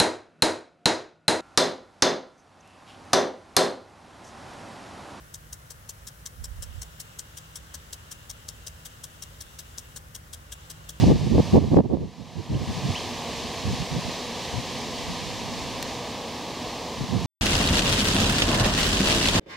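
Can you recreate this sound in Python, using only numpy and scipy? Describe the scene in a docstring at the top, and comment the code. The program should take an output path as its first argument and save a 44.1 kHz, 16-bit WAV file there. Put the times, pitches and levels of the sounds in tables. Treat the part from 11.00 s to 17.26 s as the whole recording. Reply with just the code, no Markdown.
"""Bee swarm in gusty wind

Honeybees mill overhead; their wingbeat pulses merge into a broad hum under a steady hiss.
Gusts buffet the two microphone ports of a handheld camera, whose gain control ducks and slowly recovers.
A small bird gives a few quick chirps, and the camera ticks once as its zoom stops."""
import sys
import numpy as np
from scipy import signal
from scipy.fft import rfft, irfft, next_fast_len
from scipy.io import wavfile
from scipy.ndimage import uniform_filter1d, minimum_filter1d, map_coordinates

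SR = 44100
rng = np.random.default_rng(int(sys.argv[2]) if len(sys.argv) > 2 else 0)


def file_out(sig):
    """Save sig as 16-bit WAV at sys.argv[1]."""
    # one column per channel
    cols = np.atleast_2d(sig).T
    # limit, then scale
    lim = np.clip(cols, -1, 1)
    pcm = np.round(lim * 32767).astype(np.int16)
    wavfile.write(sys.argv[1], SR, pcm)


N = 276066


def amp(db):
    """Decibels to gain."""
    return 10 ** (np.asarray(db) / 20)


def unit(x):
    """Scale to rms 1."""
    return x / np.sqrt(np.mean(x ** 2) + 1e-20)


def at_hz(table, hz):
    """Read (f, value) rows on a log frequency axis."""
    knots_hz, values = np.transpose(table)
    return np.interp(np.log(hz + 1), np.log(knots_hz + 1), values)


def envelope(table):
    """Read (t, value) rows at every sample."""
    knots_s, values = np.transpose(table)
    return np.interp(np.arange(N) / SR, knots_s, values)


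def wobble(rate_hz, size=N):
    """Smooth random curve spanning the scene, rate_hz knots a second."""
    span = N / SR * rate_hz
    knots = rng.standard_normal(int(span) + 4)
    return map_coordinates(knots, [1 + np.arange(size) * span / size])


def filtered(x, response):
    """Apply a gain given as a function of frequency."""
    size = next_fast_len(N + SR // 4)
    hz = np.fft.rfftfreq(size, 1 / SR)
    return irfft(rfft(x, size) * response(hz), size)[..., :N]


def running_rms(x, window_s):
    """Short-term level per channel."""
    return np.sqrt(np.abs(uniform_filter1d(x ** 2, max(int(window_s * SR), 1))) + 1e-14)


# Likeness of the two ports in open air: f/Hz, coherence
PORT_COHERENCE = [(60, 1), (300, 0.98), (1000, 0.96), (2800, 0.94), (4200, 0.92), (6000, 0.71),
                  (8500, 0.22), (12000, 0)]

def diffuse(pair, spectrum):
    """Two unrelated signals become sound from all around, heard at two close ports; rms 1."""
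    def mid_side_gains(hz):
        angle = np.arccos(np.clip(at_hz(PORT_COHERENCE, hz), -1, 1)) / 2
        return amp(at_hz(spectrum, hz)) * [np.cos(angle), np.sin(angle)]
    mid, side = filtered(pair, mid_side_gains)
    return unit(np.array([mid + side, mid - side]))


def wingbeats(bees, beat_hz, spread, swerve, drift_db):
    """One air pulse per wingbeat; each bee's rate bends as it turns, its level drifts with distance."""
    t = np.linspace(0, N / SR, num=1024)
    pulses = np.zeros(N + 2)
    for _ in range(bees):
        rate_hz = beat_hz * np.exp(spread * rng.standard_normal() + swerve * wobble(4, size=len(t)))
        cycles = np.cumsum(rate_hz) * t[1] + rng.random() - 2
        beats_s = np.interp(np.arange(np.ceil(cycles[0]), cycles[-1]), cycles, t)
        push = amp(drift_db * np.interp(beats_s, t, wobble(2.528, size=len(t))))
        sample, fraction = np.divmod(beats_s * SR, 1)
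        pulses[sample.astype(int)] += push * (1 - fraction)
        pulses[sample.astype(int) + 1] += push * fraction
    return unit(pulses[:N] - pulses.mean())


# Wingbeat pulse spectrum: f/Hz, relative level/dB
HUM_SPECTRUM = [(120, -31), (230, -1), (480, -4), (720, -6.5), (1000, -7), (1400, -9), (2000, -24),
                (4000, -19), (9000, -47)]

def swarm():
    """The bees' harmonics overlap: the lowest form broad humps, the rest run together."""
    pair = [wingbeats(bees=90, beat_hz=237.5, spread=0.064, swerve=0.035, drift_db=5) for _ in range(2)]
    return amp(-39.5) * diffuse(np.array(pair), HUM_SPECTRUM)


# Distant air spectrum: f/Hz, relative level/dB
AIR_SPECTRUM = [(20, -24), (50, -4), (85, -1.5), (160, -1.5), (350, -2), (600, -2.5), (1050, -3),
                (1500, -12.5), (3000, -36)]

def distant_air():
    """A low, nearly steady wash of distant air."""
    level_db = -36.5 + 0.42 * wobble(5)
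    return amp(level_db) * diffuse(rng.standard_normal((2, N)), AIR_SPECTRUM)


# Hiss envelope: t/s, level/dB
HISS_LEVEL = [(0, -35.3), (0.5, -38.5), (1.2, -39.5), (1.9, -37), (3.7, -36.5), (4.7, -37), (5.3, -39),
              (6.26, -39)]
# Hiss spectrum: f/Hz, relative level/dB
HISS_SPECTRUM = [(700, -8.5), (1400, -4.5), (1900, -1), (3100, 1.5), (4300, 1), (6500, -4.5), (8500, -12.5),
                 (10500, -18), (12000, -18.5), (15500, -34)]

def hiss():
    """Fine noise of wings and leaves."""
    level_db = envelope(HISS_LEVEL) + 0.61 * wobble(12)
    return amp(level_db) * diffuse(rng.standard_normal((2, N)), HISS_SPECTRUM)


def pan(lean_db):
    """Port gains for a left-minus-right level."""
    return amp(lean_db * np.array([[0.5], [-0.5]]))


# Breeze between gusts: t/s, level/dB
BREEZE_LEVEL = [(0, -20.5), (0.47, -30.5), (0.66, -26), (1.05, -15), (1.14, -37), (1.7, -37), (2.1, -46),
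                (3.4, -49.5), (4.5, -40.5), (5.1, -51), (5.9, -54.5), (6.26, -30)]
# Gusts at the ports: start/s, length/s, peak level/dB, left minus right/dB
PORT_GUSTS = [(0.008, 0.033, -15, -8), (0.053, 0.032, -12, 1), (0.095, 0.024, -6.5, 1.5),
              (0.137, 0.025, -11, 1.5), (0.215, 0.065, -16.5, -3.5), (0.295, 0.06, -17.5, -9.5),
              (0.347, 0.053, -9.5, 1), (0.537, .048, -5.5, -1), (0.599, 0.051, -15, -9),
              (0.671, 0.014, -14, -5), (0.717, 0.021, -7.5, 0.5), (0.766, 0.021, -1, 0.5),
              (0.784, 0.019, 5.5, -6), (0.844, 0.015, -4, -0.5), (0.901, 0.0091, -0.5, 3),
              (0.929, 0.02, -3, -13), (0.962, 0.07, -12.5, 4), (1.18, 0.044, -26.5, -14),
              (1.362, 0.038, -21.5, -8.5), (1.501, 0.074, -15, -0.5), (1.6, 0.038, -22, -11),
              (1.679, 0.032, -22, 7), (1.758, 0.029, -29, 8), (1.828, 0.083, -24.5, -3),
              (2.655, .085, -24, -3), (2.795, 0.031, -26, -6.5), (2.919, 0.071, -25.5, -2.5),
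              (3.048, 0.041, -31.5, -8), (3.544, 0.051, -30, 13.5), (4.075, 0.033, -30, 0),
              (5.997, 0.048, -27.5, 5.5), (6.107, 0.071, -24.5, -11), (6.245, .03, -23, -10)]

def wind_force_db(build_db=4.5, rise_s=0.0091, fall_s=0.0089):
    """Force on each port: every gust arrives, builds and breaks off on top of the breeze."""
    t = np.arange(N) / SR
    power = (amp(envelope(BREEZE_LEVEL)) * pan(lean_db=-7)) ** 2
    for start_s, length_s, peak_db, lean_db in PORT_GUSTS:
        age_s = t - start_s
        level_db = peak_db - build_db * np.clip(1 - age_s / length_s, 0, 1)
        fade = np.maximum(-age_s, 0) / rise_s + np.maximum(age_s - length_s, 0) / fall_s
        power += (pan(lean_db) * amp(level_db) * np.exp(-np.minimum(fade, 20))) ** 2
    return 10 * np.log10(power)


def eddies(spectrum, shared):
    """Turbulence of steady strength, mostly separate at each port."""
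    noise = rng.standard_normal((3, N))
    swirl = unit(filtered(noise[:2] + shared * noise[2], lambda hz: amp(at_hz(spectrum, hz))))
    return swirl / running_rms(swirl, window_s=0.0232)


# Slow eddy spectrum: f/Hz, relative level/dB
RUMBLE_SPECTRUM = [(20, -28), (35, -23), (60, -3), (110, 1), (180, 0.5), (300, -12.5), (500, -29),
                   (1000, -66), (2500, -69)]
# Fast eddy spectrum: f/Hz, relative level/dB
FLUTTER_SPECTRUM = [(60, -42), (160, 0), (300, 5.5), (480, -0.5), (650, -10), (850, -14.5), (1150, -24.5),
                    (2000, -45), (4000, -46), (9000, -65)]

def wind(flicker_db=2.3, flicker_hz=55, flutter_onset_db=-6.5, knee_db=4):
    """Light wind rumbles; stronger wind sheds smaller, faster eddies and flutters higher."""
    force_db = wind_force_db() + flicker_db * np.array([wobble(flicker_hz), wobble(flicker_hz)])
    flutter_share = 0.9 / (1 + np.exp((flutter_onset_db - force_db) / knee_db))
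    rumble = np.sqrt(1 - flutter_share) * eddies(RUMBLE_SPECTRUM, shared=0.37)
    flutter = np.sqrt(flutter_share) * eddies(FLUTTER_SPECTRUM, shared=0.029)
    return amp(force_db) * (rumble + flutter)


# Single eddies striking the ports: t/s, relative level/dB
EDDY_SLAPS = [(0.213, -19.5), (0.381, -8), (0.534, -22), (0.558, -9), (0.616, -18), (0.641, -15),
              (0.744, -4.5), (0.771, 3), (0.789, 7), (0.805, 6), (0.901, -8), (0.971, -6.5)]

def slaps(push_s=0.001, port_cutoff_hz=730, gain_db=11.5, lean_spread_db=3.7):
    """An eddy strikes as one push and a longer suck, rounded off by the port's opening."""
    pressure = np.zeros((2, N))
    t = np.arange(SR // 40) / SR
    push_suck = (1 - t / push_s) * np.exp(-t / push_s)
    pulse = signal.lfilter(*signal.butter(3, port_cutoff_hz, fs=SR), push_suck)
    for start_s, level_db in EDDY_SLAPS:
        gains = amp(level_db + gain_db) * pan(lean_spread_db * rng.standard_normal())
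        pressure[:, round(start_s * SR):][:, :len(t)] += gains * pulse
    return pressure


# Upward chirps: start/s, length/s, starting f/Hz, level/dB
BIRD_CHIRPS = [(1.54, 0.017, 2250, -34), (1.946, .027, 1910, -30.5), (1.972, .015, 2750, -32),
               (2.016, .012, 3000, -38)]

def bird(top_hz=3230, ease=2.03):
    """A pure whistle flicked upward; each chirp swells, levels off at the same pitch and fades."""
    song = np.zeros(N)
    for start_s, length_s, start_hz, level_db in BIRD_CHIRPS:
        progress = np.linspace(0, 1, int(length_s * SR))
        pitch_hz = top_hz + (start_hz - top_hz) * (1 - progress) ** ease
        whistle = np.sin(2 * np.pi * np.cumsum(pitch_hz) / SR)
        swell = np.sqrt(np.abs(np.sin(np.pi * progress)))
        song[round(start_s * SR):][:len(whistle)] += amp(level_db) * swell * whistle
    return song


# Zoom mechanism stopping: t/s, peak level/dB, low-pass f/Hz
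ZOOM_TICK = [(4.8272, -14, 2400)]

def zoom_tick(t60_s=0.013):
    """A tiny dry contact inside the camera body."""
    out = np.zeros((2, N))
    t = np.arange(SR // 50) / SR
    for start_s, peak_db, cutoff_hz in ZOOM_TICK:
        noise = rng.standard_normal((3, len(t)))
        burst = (noise[2] + 0.4 * noise[:2]) * amp(-60 * t / t60_s)
        tick = signal.lfilter(*signal.butter(1, cutoff_hz, fs=SR), burst)
        out[:, round(start_s * SR):][:, :len(t)] += amp(peak_db) * tick / np.abs(tick).max()
    return out


def scene():
    """Open-air sounds lean slightly right; wind, slaps and tick act on the camera itself."""
    open_air = swarm() + distant_air() + hiss() + bird()
    return open_air * pan(lean_db=-0.6) + wind() + slaps() + zoom_tick()


def gain_control(x, limit_db, hold_s, recover_db_per_s):
    """Gain drops at once when either channel passes the limit, holds, then climbs back."""
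    louder_db = 20 * np.log10(running_rms(x, window_s=0.0066).max(axis=0))
    needed_db = np.minimum(limit_db - louder_db, 0)
    half_hold = int(hold_s * SR / 2)
    held_db = minimum_filter1d(needed_db, 2 * half_hold + 1, origin=half_hold, mode="nearest")
    climb_db = recover_db_per_s * np.arange(N) / SR
    return x * amp(np.minimum.accumulate(held_db - climb_db) + climb_db)


def record(dry):
    """Microphone midrange notch, gain control, soft clip at full scale, band limit."""
    notch_hz, width_hz, notch_db, top_hz = 1400, 190, -12, 15750
    notched = filtered(dry, lambda hz: amp(notch_db * np.exp(-((hz - notch_hz) / width_hz) ** 2)))
    ducked = gain_control(notched, limit_db=-8.5, hold_s=0.14, recover_db_per_s=20.5)
    clipped = ducked / (1 + ducked ** 6) ** (1 / 6)
    return filtered(clipped, lambda hz: hz < top_hz)


dry = scene()
out = record(dry)
file_out(out)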